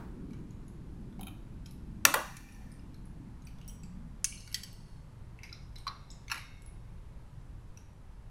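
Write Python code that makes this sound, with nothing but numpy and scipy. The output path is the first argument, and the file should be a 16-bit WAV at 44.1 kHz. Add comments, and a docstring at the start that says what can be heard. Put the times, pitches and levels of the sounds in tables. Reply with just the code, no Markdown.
"""Gloved hands handle plastic pipettes, tips and racks on a lab bench in a quiet, hard-walled room:
a knock on the bench, a tip that snaps off and bounces, a stab into the tip rack and many light ticks.
Each touch rings a set of dying tones, started by a crack of noise; slow hums, echoes and tails follow.
Shaped noise makes the low rumble of ventilation, the hiss, a far drone and the end of an earlier knock.
A gain control turns the sound down after loud blows and then lets it recover."""
import sys
import numpy as np
from scipy import signal
from scipy.fft import rfft, irfft
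from scipy.io import wavfile
from scipy.ndimage import uniform_filter1d, minimum_filter1d

SR = 44100
rng = np.random.default_rng(int(sys.argv[2]) if len(sys.argv) > 2 else 0)


def waveform_to_disk(signal):
    """Save audio, clipped to [-1, 1], as 16-bit WAV at the path in sys.argv[1]."""
    frames = np.transpose(np.atleast_2d(signal))
    scaled = np.clip(frames, -1, 1) * 32767
    samples = np.round(scaled).astype(np.int16)
    wavfile.write(sys.argv[1], SR, samples)


N = 366030  # length in samples


def gain_of(db):
    """Turns decibels into a gain factor."""
    return 10 ** (np.asarray(db) / 20)


def evened(x):
    """Scales a signal to an rms level of 1."""
    return x / np.sqrt(np.mean(x ** 2) + 1e-20)


def read(points, hz):
    """Reads a (frequency, value) table in straight lines over a log-frequency axis."""
    f, value = np.transpose(points)
    return np.interp(np.log(hz + 1), np.log(f + 1), value)


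def add(mix, s, sound):
    """Mixes a two-row sound in at s seconds, cut off at the end of the mix."""
    part = mix[:, round(s * SR):][:, :sound.shape[1]]
    part += sound[:, :part.shape[1]]


def ring(modes, strength_db, contact_s, crack_db, blur, crack_hz=14000):
    """Modes (ringing tones) swell over the contact time and die by their width; a crack starts them."""
    # row 0 goes to the microphone; row 1 goes to the walls, where all directions blur the peaks
    hz, width_hz, db = np.array(modes, float).T[:, :, None]
    t = np.arange(1300) / SR
    contact_s = max(contact_s, 1e-4)
    blur = np.array([1, max(blur, 1)])[:, None, None]
    phase = 2 * np.pi * rng.random(hz.shape)
    width_hz = np.maximum(width_hz, 40)
    height = gain_of(db) * width_hz  # a wide peak starts taller
    decay = np.exp(-np.pi * width_hz * blur * t)
    tones = height * decay * np.sin(2 * np.pi * hz * t + phase)
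    swell = (1 - np.exp(-blur * t / contact_s)) ** 2
    body = (tones * blur * swell).sum(1) / np.linalg.norm(height)

    noise = signal.lfilter([-0.52, 1.0, -0.65, -1.3], 1, rng.standard_normal(len(t)))
    crack = noise * t / contact_s * np.exp(1 - t / contact_s)
    crack = signal.lfilter(*signal.butter(2, min(crack_hz, 20000), fs=SR), crack)
    return gain_of(strength_db) * (body + gain_of(crack_db) * crack)


def blows(events, modes, crack_db, blur, chatter_db, low_hz, wet_db, crack_hz, room_low_hz=None):
    """Every blow rings the same object with its own brightness; loose parts chatter after it."""
    out = np.zeros((2, N))
    for s, strength_db, tilt_db, contact_s in events:
        tilted = [(f, w, db + tilt_db * np.log2(f / 3000)) for f, w, db in modes]
        add(out, s, ring(tilted, strength_db, contact_s, crack_db, blur, crack_hz))
        for late_s in 0.0027 * (np.arange(5) + rng.random(5)):
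            late_db = strength_db + chatter_db - 800 * late_s
            add(out, s + late_s, ring(tilted, late_db, contact_s, crack_db, blur, crack_hz))
    # a small thing radiates little bass; the part sent to the room may keep more of it
    to_mic, to_walls = [signal.sosfilt(signal.butter(4, edge_hz, "high", fs=SR, output="sos"), row)
                        for edge_hz, row in zip((low_hz, room_low_hz or low_hz), out)]
    return np.array([to_mic, to_walls * gain_of(wet_db)])


def hum(events, modes):
    """Bundles of close modes beat roughly against each other while they die away slowly."""
    out = np.zeros((2, N))
    t = np.arange(SR * 4 // 5) / SR
    hz, db, t60_s = np.array(modes, float).T[:, :, None, None]
    detune, phase = rng.random((2, len(modes), 24, 1))  # 24 tones to a bundle
    spread_hz = 55 * np.maximum(hz / 2000, 1) ** .7  # to either side, wider above 2 kHz
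    bundle_hz = hz + spread_hz * (2 * detune - 1)
    tones = gain_of(db - 60 * t / t60_s) * np.sin(2 * np.pi * (bundle_hz * t + phase))
    tone = tones.sum((0, 1)) * (1 - np.exp(-t / 0.0096))  # swells over about 10 ms
    for s, strength_db, _, _ in events:
        add(out, s, gain_of(strength_db) * np.array([tone, tone]))
    return out


def bench_knocks():
    """A pipette knocks on the bench: its plastic rings shortly and the bench top hums on."""
    # blows: (time [s], strength [dB], brightness [dB per octave], contact time [s])
    knocks = [(2.0509, -14.5, -4, 0.0002), (2.052, 5.5, -0.5, 0.00043), (2.1402, -2.5, -12, 0.00031),
              (2.1423, -5, -6, 0.00074)]
    # modes of the pipette on the bench: (frequency [Hz], width [Hz], level before width weighting [dB])
    pipette_on_bench = [(684, 100, -12), (886, 65, -9), (1090, 80, -1), (1380, 190, -3), (1740, 160, -4),
                        (1935, 130, -1), (2375, 100, -9.5), (2590, 330, -0.5), (3149, 150, -12),
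                        (3500, 130, -13), (3900, 200, -14.5), (4590, 220, -5), (4977, 380, -8),
                        (5850, 500, -4), (7270, 400, -13), (8220, 300, -11.5), (9400, 250, -12.5),
                        (10840, 350, -10.5), (11560, 300, -14.5), (13060, 350, -20)]
    # slow modes of the bench top: (frequency [Hz], level of each tone against the blow [dB], t60 [s])
    bench_top = [(150, -58.5, .12), (261, -54.5, 0.22), (375, -59.5, .25), (613, -57.5, .3),
                 (780, -75.5, 1.3), (1793, -74, 1.6), (2370, -71.5, 1.6), (4400, -80.5, 1.1),
                 (5710, -78, 1.1), (9800, -82, 1.5)]
    # the bench top booms into the room, so the room gets more bass
    knocking = blows(knocks, pipette_on_bench, crack_db=-15.5, blur=2.0, chatter_db=-14.5, low_hz=930,
                     wet_db=-4.5, crack_hz=13000, room_low_hz=429.5)
    return knocking + hum(knocks, bench_top)


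def tip_snap_and_bounces():
    """The ejector snaps a tip off, the light tip bounces, and both leave a slow hum."""
    # blows: (time [s], strength [dB], brightness [dB per octave], contact time [s])
    snaps = [(2.368, -22, -2.2, 0.00055), (4.2438, -3, 0.86, 0.00016)]
    bounces = [(4.544, -15, 0, 0.00011), (4.6338, -26, 0.00072, 0.00033)]
    # modes of ejector and tip: (frequency [Hz], width [Hz], level before width weighting [dB])
    ejector = [(1830, 1300, -45), (2280, 85, -9), (2680, 120, -9.5), (5420, 530, -3.5), (6280, 510, 3),
               (6720, 880, 0), (6800, 160, -30), (8000, 100, -12), (9650, 28, -19), (8860, 290, -14),
               (9330, 330, -6.5), (10400, 130, -33), (10900, 240, -6.5), (15800, 150, -16)]
    tip = [(1530, 45, -14), (1963, 48, -2), (3150, 140, -3), (4585, 340, 0.5), (5450, 220, -2),
           (6320, 240, -4.5), (7840, 120, -4), (8700, 360, -15), (8800, 75, -31), (9390, 71, -33),
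           (10200, 44, -6), (11100, 68, -3.5), (14100, 220, -16)]
    # slow modes: (frequency [Hz], level of each tone against the blow [dB], t60 [s])
    tip_hum = [(2275, -67, 0.54), (2830, -67, 1.1), (4370, -68, 1.74), (5320, -68, 1.2), (6360, -63, 0.74),
               (8250, -68, 0.79), (9700, -65.5, 1.1), (11200, -70, 0.72)]
    snapping = blows(snaps, ejector, crack_db=-15.5, blur=1.96, chatter_db=-6.5, low_hz=1370,
                     wet_db=-7.5, crack_hz=8500)
    bouncing = blows(bounces, tip, crack_db=-20.5, blur=4.1, chatter_db=-2.5, low_hz=1380,
                     wet_db=-12.0, crack_hz=14000)
    return snapping + bouncing + hum(snaps + bounces, tip_hum)


def rack_stab_and_rattle():
    """A stab rings the tip rack, its lid rattles, and both leave a slow hum."""
    # blows: (time [s], strength [dB], brightness [dB per octave], contact time [s])
    stabs = [(5.8672, -19.5, -5, 0.0013), (5.8738, -32, -3, 0.00047), (5.8775, -25.5, 3.5, 0.00039)]
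    rattles = [(6.299, -26, -0.48, 0.00056), (6.308, -25, -.5, 0.0014), (6.315, -10, 0.78, 0.0012),
               (6.33, -27, 1.7, 0.00086), (6.353, -24, 1.4, 0.0021)]
    # modes of rack and lid: (frequency [Hz], width [Hz], level before width weighting [dB])
    rack = [(1130, 63, 7), (1500, 96, -11), (2080, 120, -8), (2380, 88, -11), (3040, 130, -14),
            (3600, 90, -13.5), (4014, 78, -1), (4260, 60, -8), (4670, 100, -7.5), (4970, 100, -15),
            (5620, 180, -13), (8740, 130, -30), (11170, 250, -26.5), (13700, 130, -47.5)]
    rack_lid = [(1096, 65, 6.5), (3780, 89, -7), (1286, 146, 7), (1680, 260, 3), (2200, 150, 0),
                (2700, 250, 6), (4330, 470, 1.5), (5440, 360, 0.5), (5900, 330, -6.5), (6860, 110, -19),
                (7500, 250, -15), (9500, 110, -30), (10100, 110, -26), (10780, 97, -17), (11100, 370, -6),
                (13300, 150, -14)]
    # slow modes: (frequency [Hz], level of each tone against the blow [dB], t60 [s])
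    rack_hum = [(2150, -60, 1.38), (2640, -66, 1.1), (3750, -66, 1.33), (1577, -64, 1.1), (5670, -67, 0.92)]
    stabbing = blows(stabs, rack, crack_db=-31.5, blur=4.8, chatter_db=-8, low_hz=880,
                     wet_db=-13.5, crack_hz=8000)
    rattling = blows(rattles, rack_lid, crack_db=-39.0, blur=2.3, chatter_db=2.5, low_hz=970,
                     wet_db=-7.0, crack_hz=12000)
    return stabbing + rattling + hum(stabs + rattles, rack_hum)


def grips():
    """A hand grips the pipette, and the plunger rings softly."""
    # blows: (time [s], strength [dB], brightness [dB per octave], contact time [s])
    touches = [(1.2106, -32.5, 2, 0.00022), (1.2311, -31.5, 0.5, 0.00036), (1.269, -29, -1.5, 0.00057),
               (1.281, -34.5, -3, 0.00051)]
    # modes of the plunger: (frequency [Hz], width [Hz], level before width weighting [dB])
    plunger = [(744.5, 91, -9), (1290, 100, -6.5), (2420, 79, -8), (2470, 61, -3.5), (3090, 100, -5),
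               (3750, 90, -3.5), (6560, 120, -15.5), (10175, 320, -7), (10890, 310, -5), (11900, 390, -7.5),
               (13030, 434, -9), (14400, 460, -13), (15500, 400, -12)]
    return blows(touches, plunger, crack_db=-27.0, blur=2.0, chatter_db=-8.5, low_hz=600,
                 wet_db=-7.5, crack_hz=15000)


def ticks():
    """Small plastic parts touch lightly: two pitches of their own over the modes of what the hands hold."""
    # light touches: (time [s], strength [dB], pitch [Hz], second pitch [Hz],
    #                 level of the second pitch [dB], level of the held plastic [dB])
    touches = [(0.307, -52.5, 4230, 2330, 8, -1), (0.3327, -46, 1170, 6660, -18, -8),
               (0.343, -58, 2260, 6700, -8, -18), (0.368, -61, 6700, 2100, 0, -15),
               (0.388, -60, 6650, 2420, 0, -10), (0.5068, -50.5, 6760, 4190, -9, -11),
               (0.68, -51.5, 10100, 6750, 2, -15), (0.6806, -51, 10800, 11500, -8, -20),
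               (1.126, -53.5, 1490, 3500, -3, -11), (1.1933, -41, 780, 11300, -18, -14),
               (1.659, -43, 5190, 5683, -2, -9), (1.659, -44, 3850, 3218, -0.5, -14),
               (1.661, -45, 6420, 6800, -1, -10), (1.662, -47.5, 2500, 10560, -0.5, -7.5),
               (1.7094, -44.5, 11750, 10230, 0, -4.5), (2.487, -43.5, 2490, 5660, -8, -17),
               (2.523, -44.5, 5670, 10530, 1.5, -15), (2.547, -50, 5900, 2310, -2, -14.5),
               (2.563, -54, 1800, 5700, -9, -21), (2.585, -54.5, 800, 1860, -7, -23),
               (2.6191, -50, 1910, 800, -3, -23), (2.707, -55.5, 1820, 2020, -4, -17),
               (2.722, -50, 1830, 10100, 1, -20), (2.717, -44.5, 8750, 5150, -3.5, -13),
               (2.739, -60, 1850, 5090, 9, -20), (2.7937, -52.5, 2810, 5100, 0, -20),
               (2.9431, -48.5, 4150, 5500, -8, -5), (3.055, -48.5, 10540, 9540, -4, -14),
               (3.421, -53, 6530, 3980, -6, -6), (3.4502, -49, 9530, 8170, -1, -22),
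               (3.469, -44.5, 14600, 5850, 5, -18), (3.471, -42, 4580, 2490, 1.5, -9),
               (3.585, -51.5, 3400, 1540, -4, -3), (3.6136, -44, 2860, 6400, -13.5, -14),
               (3.645, -53, 2880, 5480, -7, -14), (3.678, -34.5, 14500, 10200, -4, -15),
               (3.685, -42, 8200, 9500, -5, -26), (3.695, -42.5, 3050, 6240, 1, -20),
               (3.704, -52, 10200, 8100, -2, -14), (3.8336, -41.5, 7700, 2600, -7, -10),
               (3.838, -48, 5610, 4710, 4, -21), (4.3243, -33.5, 2380, 2920, 0, -16),
               (4.375, -39, 4270, 6400, -8, -14), (4.405, -38, 4750, 2690, -7, -6.5),
               (4.4755, -36.5, 4600, 2300, -16, 4), (4.516, -39, 2870, 11000, -3, -14),
               (4.526, -34, 11400, 5300, 2, 4), (4.674, -46, 4540, 5180, -3.5, 5),
               (4.7288, -43.5, 8500, 14000, 0, -9), (5.3887, -41.5, 2660, 2112, 3, -18.5),
               (5.4329, -34, 2160, 5900, -12, -10), (5.4393, -39.5, 2590, 4820, -3, -28),
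               (5.4507, -51, 5930, 2150, -13, -25), (5.4907, -48, 2210, 2590, -8, -19),
               (5.496, -47, 4900, 3920, 3, -20), (5.521, -46, 2244, 1400, 3, -20),
               (5.527, -33.5, 5100, 4010, -3, -27), (5.528, -36.5, 5500, 4750, -10, -25),
               (5.5316, -47, 2500, 2210, 0, -22), (5.55, -61, 3970, 2150, -15, -32),
               (5.757, -40.5, 2130, 5130, -6, -9.5), (5.7617, -36.5, 4000, 5240, -7, -19),
               (5.7833, -41.5, 8750, 5470, -5, -6), (6.103, -36, 5310, 3790, -7, -28),
               (6.106, -43, 7700, 6560, 5, -18.5), (6.114, -38, 7050, 7700, -3.5, -20.5),
               (6.242, -57, 5100, 3840, -1, -8), (6.281, -35, 6180, 2150, 2.5, -17),
               (6.282, -41, 4450, 3540, -3, -20), (6.3434, -26, 2040, 10760, -16, -13.5),
               (6.3737, -36, 3970, 1750, -9, -14), (6.3784, -33, 2340, 4220, -11, -8),
               (6.62, -46.5, 10330, 7670, -3, -6), (6.6616, -38.5, 10300, 11150, -17, -20),
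               (7.773, -38, 5810, 2650, -9, -15)]
    # pipette, tips and rack in the hands ring along: (frequency [Hz], relative level [dB])
    held_plastic = [(900, -10.5), (1500, -6), (2200, -2.5), (2900, -3.5), (3900, -2.5), (4600, -3.5),
                    (5300, -0.5), (5900, -4), (6500, -5.5), (7800, -8.5), (8800, -9), (10200, -6.5),
                    (11400, -8.5), (13500, -10.5)]
    out = np.zeros((2, N))
    body_hz, body_db = np.transpose(held_plastic)
    # every touch lands elsewhere, so the levels scatter
    scatter_db = 2.5 * rng.standard_normal((len(touches), len(body_hz)))
    for touch, chance_db in zip(touches, scatter_db):
        s, strength_db, pitch_hz, second_hz, second_db, held_db = touch
        # a higher tick wakes the upper modes: 1.5 dB per octave, for each octave of its pitch
        tilt_db = 1.5 * np.log2(pitch_hz / 4000) * np.log2(body_hz / 4000)
        hz = np.r_[pitch_hz, second_hz, body_hz]
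        db = np.r_[0, second_db, held_db + body_db + tilt_db + chance_db]
        width_hz = 123 * (hz / 4000) ** .3
        modes = np.c_[hz, width_hz, db]
        add(out, s, ring(modes, strength_db, contact_s=0.00059, crack_db=-34, blur=2.7))
    return out * gain_of([[0], [-1.5]])


def spring():
    """The plunger's spring is flicked: thin steel rings much longer and cleaner than plastic."""
    # flicks: (time [s], strength [dB])
    pings = [(3.682, -49), (4.546, -56)]
    # tones of the steel: (frequency [Hz], relative level [dB], t60 [s])
    steel = [(5720, 1.5, 0.11), (7770, -13, 0.37)]
    out = np.zeros((2, N))
    t = np.arange(SR // 2) / SR
    tone = np.zeros(len(t))
    for hz, db, t60_s in steel:
        tone += gain_of(db - 60 * t / t60_s) * np.sin(2 * np.pi * (hz * t + rng.random()))
    tone *= 1 - np.exp(-t / 0.001)  # a soft start
    for s, strength_db in pings:
        add(out, s, gain_of(strength_db) * np.array([tone, tone]))
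    return out


def room(direct, to_walls, wet_db=-4.5):
    """A few near echoes, then dense taps of random sign, each band dying at its own speed."""
    # near echoes from bench, rack and shelf: (delay [s], level [dB])
    echoes = [(.0012, -10), (.0022, -11), (.0035, -11)]
    # how long the room rings: (frequency [Hz], t60 [s])
    decay_times = [(300, 0.068), (1000, 0.45), (2500, 0.45), (6000, 0.62), (11000, 0.3), (15000, 0.33)]
    # tone colour of the tail: (frequency [Hz], relative level [dB])
    colour = [(300, 11.5), (1000, -5), (3000, -8), (6000, -13.5), (11000, -4.5), (15000, -11)]
    near = np.zeros(400)
    for s, db in echoes:
        near[round(s * SR)] = gain_of(db)
    out = direct + signal.oaconvolve(direct, near)[:N]

    sent = to_walls + gain_of(-15) * direct
    turn = np.arange(N) / SR * 9  # radians
    for k in range(2):  # two tails take turns, so that the tail varies from blow to blow
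        taps = np.zeros(SR)
        at = np.arange(60, SR - 12, 12) + rng.integers(0, 12, (SR - 61) // 12)
        taps[at] = rng.choice([-1., 1.], at.shape) * (1 - np.exp(-at / SR / 0.0046))
        taps[at] *= 1 + 0.5 * np.exp(-at / SR / 0.063)  # the bench corner answers first and louder
        hz, t, z = signal.stft(taps, SR, nperseg=256)
        z = z * gain_of(read(colour, hz)[:, None] - 60 * t / read(decay_times, hz)[:, None])
        tail = signal.istft(z, SR, nperseg=256)[1]
        tail = tail / np.linalg.norm(tail)
        share = np.cos(turn + k * np.pi / 2)
        out = out + gain_of(wet_db) * signal.oaconvolve(sent * share, tail)[:N]
    return out


def slow_tail(direct):
    """A faint, slow tail of filtered noise follows each blow, carrying its pitches for about a second."""
    t = np.arange(SR) / SR
    t60_s, rise_s = 1.127, 0.049
    tail = rng.standard_normal(SR) * gain_of(-60 * t / t60_s) * (1 - np.exp(-t / rise_s))
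    tail = signal.sosfilt(signal.butter(2, (1500, 14000), "band", fs=SR, output="sos"), tail)
    return gain_of(-24) * signal.oaconvolve(direct, tail / np.linalg.norm(tail))[:N]


def earlier_knock():
    """The last of a knock that still dies away in the room at the start, made of shaped noise."""
    # colour of the noise: (frequency [Hz], relative level [dB per Hz])
    colour = [(200, -25), (400, -10), (800, 2), (1500, -5), (3000, -21), (8000, -30)]
    hz = np.fft.rfftfreq(N, 1 / SR)
    noise = evened(irfft(rfft(rng.standard_normal(N)) * gain_of(read(colour, hz)), N))
    start_db, t60_s = -53, .5
    return gain_of(start_db - 60 * np.arange(N) / SR / t60_s) * noise


def background():
    """Random short-time spectra: steady air, and a lumpy far drone that dulls and dies away unevenly."""
    # ventilation and hiss: (frequency [Hz], relative level [dB per Hz])
    air_colour = [(10, -30.5), (18, -6), (46, -2), (75, -17), (107, -8.5), (198, -22), (290, -27.5),
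                  (718, -36.5), (934, -33.5), (1200, -38), (3000, -48.5), (6460, -54.5), (11500, -56),
                  (12600, -62), (16000, -74)]
    # the drone: (frequency [Hz], relative level [dB per Hz])
    drone_colour = [(50, -33.5), (90, -3.5), (160, 4), (250, 0), (400, -7.5)]
    # course of the drone: (time [s], level [dB], upper edge [Hz])
    drone_pass = [(0, -48, 402.5), (.53, -48.5, 360), (.67, -53.5, 364.2), (1.02, -48, 389.5),
                  (1.4, -52.5, 386.6), (1.6, -51, 316), (2.22, -50, 314.5), (2.5, -55.5, 316.4),
                  (3.2, -50.5, 307.3), (3.6, -57, 244.1), (4.02, -50.5, 233.5), (4.3, -55.5, 232.1),
                  (4.8, -54.5, 188.8), (5, -57, 183), (6, -61.5, 180.4), (7.35, -66.5, 180.4),
                  (7.67, -56.5, 174.2), (8.3, -76, 167.9)]
    frames = N // 512 + 5
    hz = np.fft.rfftfreq(2048, 1 / SR)
    a, b, patches = rng.standard_normal((frames, 1025, 3)).T
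    # the drone fills only the lowest 80 frequency bins
    c, d = np.pad(rng.standard_normal((frames, 80, 2)).T, ((0, 0), (0, 945), (0, 0)))
    # smooth patches of louder and softer noise
    patches = uniform_filter1d(patches, size=5, axis=0)
    patches = evened(uniform_filter1d(patches, size=12, axis=1))

    s, level_db, edge_hz = np.transpose(drone_pass)
    top_hz = np.interp(np.arange(frames) * 512 / SR, s, edge_hz)
    dull = 1 / np.sqrt(1 + (hz[:, None] / top_hz) ** 12)
    air = (a + 1j * b) * gain_of(read(air_colour, hz)[:, None] + 0.8 * patches)
    drone = (c + 1j * d) * dull * gain_of(read(drone_colour, hz)[:, None] + 2.0 * patches[::-1])
    air, drone = (evened(signal.istft(z, nperseg=2048, noverlap=1536)[1][:N]) for z in (air, drone))
    drone_db = np.interp(np.arange(N) / SR, s, level_db)
    return gain_of(-47.5) * air + gain_of(drone_db) * drone


def scene():
    """Handling sounds in the room over the background; the whole scene sinks by 1 dB near the end."""
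    hands = (bench_knocks() + tip_snap_and_bounces() + rack_stab_and_rattle() + grips()
             + ticks() + spring())
    direct, to_walls = hands
    mix = room(direct, to_walls) + slow_tail(direct) + earlier_knock() + background()
    fade_from_s, fade_s, fade_db = 7.37, 0.51, -1
    progress = np.clip((np.arange(N) / SR - fade_from_s) / fade_s, 0, 1)
    return (mix * gain_of(fade_db * progress))[None]


def record(dry):
    """Gain control ducks after loud blows, holds and recovers; then soft overload, a dip, a band limit."""
    power = signal.lfilter([.002], [1, -.998], dry[0] ** 2)
    power_db = 10 * np.log10(abs(power) + 1e-12)
    hold = round(.3 * SR) // 2  # half of the 0.3 s hold, in samples
    held_db = -minimum_filter1d(-power_db, 2 * hold + 1, origin=hold)  # loudest of the last 0.3 s
    fall_db = np.arange(N) * 90.0 / SR  # the held level falls by 90 dB a second
    recovering_db = np.maximum.accumulate(held_db + fall_db) - fall_db
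    over_db = np.maximum(recovering_db + 36.0, 0)  # above the threshold of -36 dB
    ducked = dry / gain_of(0.23 * signal.lfilter([.004], [1, -.996], over_db))
    soft = .95 * np.tanh(ducked / .95)  # the loudest crack saturates the input softly
    dipped = signal.lfilter(*signal.iirnotch(12400, 30, SR), soft)  # narrow dip of the microphone
    band_limit = signal.firwin(511, 16000, window=("kaiser", 9), fs=SR)
    return signal.oaconvolve(dipped, band_limit[None], "same")


dry = scene()
out = record(dry)
waveform_to_disk(out)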